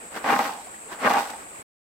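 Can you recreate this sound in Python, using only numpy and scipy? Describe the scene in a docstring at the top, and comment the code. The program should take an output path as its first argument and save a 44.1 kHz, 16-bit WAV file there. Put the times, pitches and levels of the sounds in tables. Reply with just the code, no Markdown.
"""Peanuts in their shells are tossed twice in a plastic basket, close by, beside a shallow stream.
Each time they scrape up the wall, rain back in clumps that ring the basket and thud on its floor,
then rattle to rest with tiny shell ticks. Behind them insects hiss in the reeds and the water
trickles, a soft wash dotted with rising bubbles. After one low bump, all sound stops abruptly."""
import sys
import numpy as np
from scipy import signal
from scipy.fft import rfft, irfft
from scipy.io import wavfile
from scipy.ndimage import uniform_filter1d

SR = 44100
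rng = np.random.default_rng(int(sys.argv[2]) if len(sys.argv) > 2 else 0)


def pcm_store(signal):
    """Save signal as 16-bit PCM."""
    levels = np.round(np.clip(np.atleast_2d(signal), -1, 1) * 32767)
    wavfile.write(sys.argv[1], SR, levels.astype(np.int16).T)


N = 81585

# Envelope and hit levels are relative, ahead of each layer's EQ and trim.
# nuts raining down, one envelope per toss: time_s, level_db
LANDING_ENVELOPES = [
    [(0.185, -47), (0.234, -41), (0.25, -32), (0.275, -24), (0.305, -20), (0.338, -24.5), (0.383, -38.5),
     (0.40, -25), (0.425, -32.5), (0.46, -28), (0.51, -39.5), (0.62, -56)],
    [(0.975, -47), (1.025, -28.5), (1.052, -17), (1.078, -18), (1.085, -36), (1.106, -24.5), (1.135, -25.5),
     (1.19, -27), (1.215, -33.5), (1.3, -48.5), (1.44, -48.5)],
]
# clumps that land together: start_s, level_db
CLUMP_HITS = [(0.244, -22), (0.260, -21), (0.287, -16), (0.304, -19), (0.329, -17), (0.339, -17),
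              (0.361, -13), (0.391, -15.5), (0.403, -23), (1.045, -28), (1.059, -19.5), (1.074, -15.5),
              (1.104, -19.5), (1.119, -30.5), (1.151, -18.5), (1.168, -22), (1.189, -24), (1.254, -28),
              (1.296, -29.5), (1.334, -33)]
# resonances of the loaded basket: pitch_hz, bandwidth_hz, gain_db, left_minus_right_db
BASKET_MODES = [(247, 30, -8, 0), (301, 30, -12, 0), (467, 25, -8, 0), (615, 25, -7.5, -2),
                (808, 25, -2, -1), (1057, 30, -2.5, 4), (1148, 30, -3, 5), (1250, 45, -4.5, 2.5),
                (1477, 30, -6, 1), (1588, 35, -7, 3.5), (1797, 60, -12, 0), (1950, 100, -8, 2),
                (2425, 70, -11, 2), (2805, 60, -15, 1)]
# dull knock of a landing nut: frequency_hz, gain_db
KNOCK_EQ = [(50, -56), (110, -14), (190, -2), (350, -3.5), (550, 4), (950, -3), (1400, 0), (2200, -3.5),
            (3200, -16), (5000, -26.5), (9000, -43), (15000, -49)]
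# the load sliding up the wall: peak_s, rise_s, fall_s, level_db
SLIDE_SWELLS = [(0.17, 0.024, 0.019, -29.5), (0.928, 0.021, 0.027, -33.5)]
# midrange scrape of the slide: frequency_hz, gain_db
SLIDE_EQ = [(80, -22), (230, -4.5), (450, -0.5), (850, 0.5), (1600, -1.5), (2500, -11), (4000, -17),
            (8000, -27), (15000, -26.5)]
# the bulk of the load hitting the basket floor: start_s, level_db
THUD_HITS = [(0.308, -25), (0.326, -20), (0.358, -24.5), (0.391, -31.5), (1.052, -29), (1.102, -27.5)]
# low body of the floor: frequency_hz, gain_db
THUD_EQ = [(50, -25.5), (110, -20.5), (170, -11), (250, 11.5), (340, -4), (470, -0.5), (700, -18.5),
           (1500, -35)]
# the heap shifting and settling, one envelope per toss: time_s, level_db
SETTLING_ENVELOPES = [
    [(0.238, -32), (0.26, -30), (0.33, -23), (0.383, -34), (0.395, -22.5), (0.45, -43.5), (0.495, -32.5),
     (0.585, -44), (0.63, -48)],
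    [(1.02, -49.5), (1.07, -40), (1.11, -20), (1.135, -27.5), (1.175, -22.5), (1.213, -32.5), (1.27, -40),
     (1.345, -45), (1.40, -56)],
]
# hollow resonances of the heap: pitch_hz, bandwidth_hz, gain_db, left_minus_right_db
HEAP_MODES = [(740, 90, -7, -1), (808, 48, 0, -1.5), (862, 60, -5, -2), (915, 55, -5, -2)]
# shells ticking together, one envelope per toss: time_s, level_db
TICK_ENVELOPES = [
    [(0.23, -52.5), (0.29, -40), (0.335, -39), (0.39, -40), (0.46, -38.5), (0.525, -49.5), (0.56, -53),
     (0.68, -57)],
    [(1.0, -52), (1.05, -42), (1.10, -37.5), (1.165, -42), (1.192, -36.5), (1.225, -41.5), (1.31, -49.5),
     (1.45, -62.5)],
]
# single shell clicks that stand out: start_s, level_db
CLICK_HITS = [(0.305, -30), (0.389, -27.5), (0.418, -43), (0.521, -38), (0.535, -39), (1.011, -43.5),
              (1.096, -29.5), (1.107, -35.5), (1.136, -28.5), (1.302, -32.5)]
# bright snap of shell on shell: frequency_hz, gain_db
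SHELL_EQ = [(500, -17.5), (1800, 6.5), (3500, 4.5), (5500, 2), (8000, -3), (11000, -4.5), (13500, -3.5),
            (15500, -5.5)]
# stereo spread of nuts and basket: frequency_hz, side_minus_mid_db
BASKET_WIDTH = [(60, -16), (200, -22.5), (400, -15), (750, -10.5), (1300, -1.5), (2400, -3.5), (4400, 0.5),
                (15000, -0.5)]
# swell of the insect chorus: time_s, level_db
INSECT_ENVELOPE = [(0, -45), (.07, -43.5), (.24, -46.5), (.56, -45.5), (.7, -44.5), (.84, -43.5),
                   (.92, -45.5), (1.15, -43.5), (1.38, -44.5), (1.43, -46), (1.57, -43.5), (1.62, -45)]
# narrow, high band of the insects: frequency_hz, gain_db
INSECT_EQ = [(5000, -45.5), (6400, -24.5), (7100, -10), (7700, -3.5), (8100, -1), (8550, -5), (9200, -17),
             (11000, -37)]
# wash of the water: frequency_hz, gain_db
STREAM_EQ = [(25, -13), (60, -3.5), (130, -7.5), (230, 2.5), (380, 0), (800, -0.5), (1300, -7.5),
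             (2400, -7), (3200, -13.5), (5500, -19), (11000, -15.5), (15500, -26)]
# stereo spread of the wash: frequency_hz, side_minus_mid_db
WASH_WIDTH = [(60, -12), (220, -13), (400, -4), (750, 2), (1300, 7.5), (3000, -1), (15000, 1.5)]
# the clearest bubbles: start_s, pitch_hz, level_db
STREAM_PLOPS = [(0.035, 425, -43.5), (0.669, 700, -35), (0.682, 984, -38.5), (0.742, 1800, -37),
                (0.862, 434, -41), (1.462, 708, -39.5), (1.544, 1122, -38.5), (1.558, 2340, -40)]

KNOCKS_PER_S, RATTLES_PER_S, TICKS_PER_S = 2400, 450, 2600
RING_TRIM_DB, KNOCK_TRIM_DB, RATTLE_TRIM_DB = -2.5, -5.5, 2
CONTACT_HZ = 3940  # contacts are soft, so the ringing rolls off above this
WASH_TRIM_DB, BUBBLE_DB, BUBBLE_SPREAD_DB, BUBBLE_PAN_DB = -48, -50.5, 10, 9.5
STOP_S, STOP_FADE_S, HIGH_CUT_HZ = 1.63, 0.0054, 15800


def landings():
    """Nuts rain down, singly and in clumps; each knocks dully and rings the basket."""
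    envelope = sum(curve(toss) for toss in LANDING_ENVELOPES)
    rain = envelope * impacts(KNOCKS_PER_S, scatter_db=4.5, window=300)
    clumps = bursts(CLUMP_HITS, decay_s=0.0032) * impacts(per_s=5000, scatter_db=0, window=200)
    hits = rain + clumps
    ringing = ring(hits, BASKET_MODES)
    knocks = stereo(colour(scatter(hits), KNOCK_EQ), BASKET_WIDTH)
    return undb(RING_TRIM_DB) * ringing + undb(KNOCK_TRIM_DB) * knocks


def slides():
    """Shells scrape up the mesh in a short swell of fine contacts."""
    t = np.arange(N) / SR
    swell = sum(undb(db) * np.exp(-np.abs(t - peak_s) / np.where(t < peak_s, rise_s, fall_s))
                for peak_s, rise_s, fall_s, db in SLIDE_SWELLS)
    contacts = swell * impacts(per_s=3700, scatter_db=3, window=500)
    return stereo(colour(scatter(contacts), SLIDE_EQ), BASKET_WIDTH)


def thuds():
    """The weight of the load makes the basket floor thud."""
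    blows = bursts(THUD_HITS, decay_s=0.0094) * rng.standard_normal((2, N))
    return stereo(colour(blows, THUD_EQ), BASKET_WIDTH)


def settling():
    """Nuts tumble over the heap with a hollow rattle."""
    envelope = sum(curve(toss) for toss in SETTLING_ENVELOPES)
    tumbles = envelope * impacts(RATTLES_PER_S, scatter_db=3, window=700)
    return undb(RATTLE_TRIM_DB) * ring(tumbles, HEAP_MODES)


def shell_ticks():
    """Crisp little shell contacts build with each landing and die away, a little to the right."""
    envelope = sum(curve(toss) for toss in TICK_ENVELOPES)
    contacts = envelope * impacts(TICKS_PER_S, scatter_db=2.0)
    return pan(db=-3.5) * stereo(colour(scatter(contacts), SHELL_EQ), BASKET_WIDTH)


def shell_clicks():
    """A few shells crack against each other more sharply than the rest."""
    cracks = bursts(CLICK_HITS, decay_s=0.0045) * rng.standard_normal((2, N))
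    return colour(cracks, SHELL_EQ)


def insects(flutter_db=0.7, flutter_per_s=350):
    """Many insects blend into one high, fluttering band, a little to the left."""
    flutter = undb(flutter_db * np.array([wander(flutter_per_s), wander(flutter_per_s)]))
    hiss = colour(flutter * rng.standard_normal((2, N)), INSECT_EQ)
    return pan(db=2) * curve(INSECT_ENVELOPE) * hiss


def stream(bubble_count=520, low_hz=450, high_hz=2700, ripple_db=1.5):
    """Running water: a soft wash, many small bubbles and a few clear plops."""
    ripples = rng.standard_normal((2, N)) * undb(ripple_db * wander(per_s=40))
    wash = stereo(colour(ripples, STREAM_EQ), WASH_WIDTH)
    water = undb(WASH_TRIM_DB) * wash * pan(db=-2.0)
    small_bubbles = [
        (when * N / SR, low_hz * (high_hz / low_hz) ** pitch, BUBBLE_DB + BUBBLE_SPREAD_DB * (loud - .5))
        for when, pitch, loud in rng.random((bubble_count, 3))]
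    for start_s, pitch_hz, db in small_bubbles + STREAM_PLOPS:
        start = int(start_s * SR)
        plop = undb(db) * bubble(pitch_hz)[:N - start]
        water[:, start:start + len(plop)] += pan(BUBBLE_PAN_DB * rng.uniform(-0.86, 1)) * plop
    return water


def bubble(pitch_hz, decay_cycles=6.3, glide=0.04, samples=5000):
    """A bubble rings briefly, rising in pitch as it fades."""
    cycles = np.arange(samples) / SR * pitch_hz
    age = cycles / decay_cycles
    envelope = np.exp(-age) * (1 - np.exp(-cycles))
    return envelope * np.sin(2 * np.pi * cycles * (1 + glide * age / 2))


def bump(centre_s=1.597, pitch_hz=96, width_s=0.006, gain_db=-47.5):
    """One soft, low bump just before the end."""
    t = np.arange(N) / SR - centre_s
    return undb(gain_db) * np.exp(-(t / width_s) ** 2) * np.sin(2 * np.pi * pitch_hz * t)


def impacts(per_s, scatter_db, window=1100):
    """Random contacts of uneven strength, their power evened out over `window` samples."""
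    chance, strength = rng.random(N), rng.standard_normal(N)
    hits = (chance < per_s / SR) * undb(scatter_db * np.clip(strength, -2, 2))
    power = np.maximum(uniform_filter1d(hits ** 2, window), 0)
    return hits / np.sqrt(power + np.mean(power) / 20 + 1e-18)


def scatter(hits):
    """Every contact lands somewhere else: its own polarity in mid and side."""
    return hits * np.sign(rng.standard_normal((2, N)))


def ring(hits, modes, samples=6000):
    """Contacts excite damped modes, each according to where they land."""
    t = np.arange(samples) / SR
    ringing = 0
    for pitch_hz, bandwidth_hz, db, pan_db in modes:
        mode = np.exp(-np.pi * bandwidth_hz * t) * np.cos(2 * np.pi * pitch_hz * t)
        struck = convolve(scatter(hits), mode / np.linalg.norm(mode))
        ringing = ringing + undb(db) * pan(pan_db) * stereo(struck, BASKET_WIDTH)
    low_cut_hz = modes[0][0] / 2  # an octave under the lowest mode
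    band = signal.butter(2, [low_cut_hz, CONTACT_HZ], "band", fs=SR, output="sos")
    mode_gains = undb(np.array(modes)[:, 2])
    return signal.sosfilt(band, ringing) / np.linalg.norm(mode_gains)


def bursts(rows, decay_s):
    """Envelope of hits that start at once and die away."""
    t = np.arange(N) / SR
    return sum(undb(db) * (t >= start_s) * np.exp(-np.abs(t - start_s) / decay_s) for start_s, db in rows)


def curve(rows):
    """Fader ride through time_s, level_db points, silent outside them."""
    time_s, db = np.array(rows).T
    return undb(np.interp(np.arange(N) / SR, time_s, db, left=-120, right=-120))


def wander(per_s):
    """Random drift that glides to a new value `per_s` times a second."""
    knots = rng.standard_normal(4096)
    return np.interp(np.arange(N) / SR * per_s, np.arange(len(knots)), knots)


def colour(sound, eq):
    """Shape the tone with an EQ that keeps the power of white noise."""
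    impulse = response(eq)
    return convolve(sound, impulse / np.linalg.norm(impulse))


def response(eq, samples=4096):
    """Minimum-phase impulse response through frequency_hz, gain_db points."""
    hz, db = np.array(eq).T
    bin_hz = np.arange(samples // 2 + 1) * SR / samples
    gain = undb(np.interp(np.log(bin_hz + 1), np.log(hz), db))
    cepstrum = irfft(np.log(gain))[:samples // 2]
    cepstrum[1:] *= 2  # nothing rings ahead of the hit
    return irfft(np.exp(rfft(cepstrum, samples)))


def convolve(sound, impulse):
    """Pass each channel through an impulse response."""
    return signal.fftconvolve(sound, impulse[None], axes=1)[:, :N]


def stereo(mid_side, width):
    """Mid and side to left and right, the side weighted by frequency."""
    mid = mid_side[0]
    side = convolve(mid_side[1:], response(width))[0]
    return np.array([mid + side, mid - side])


def pan(db):
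    """Channel gains for a left-minus-right level difference."""
    return undb(np.array([[db], [-db]]) / 2)


def undb(db):
    """Decibels to gain."""
    return 10 ** (np.asarray(db) / 20)


def scene():
    """The two tosses up front, over a bed of insects and water."""
    peanuts = slides() + landings() + thuds() + settling() + shell_ticks() + shell_clicks()
    return peanuts + insects() + stream() + bump()


def record(dry):
    """The mix stops abruptly; a steep high cut takes off the very top."""
    gate = np.clip((STOP_S - np.arange(N) / SR) / STOP_FADE_S, 0, 1)
    high_cut = signal.ellip(10, .2, 80, HIGH_CUT_HZ, fs=SR, output="sos")
    return signal.sosfilt(high_cut, dry * gate)


dry = scene()
out = record(dry)
pcm_store(out)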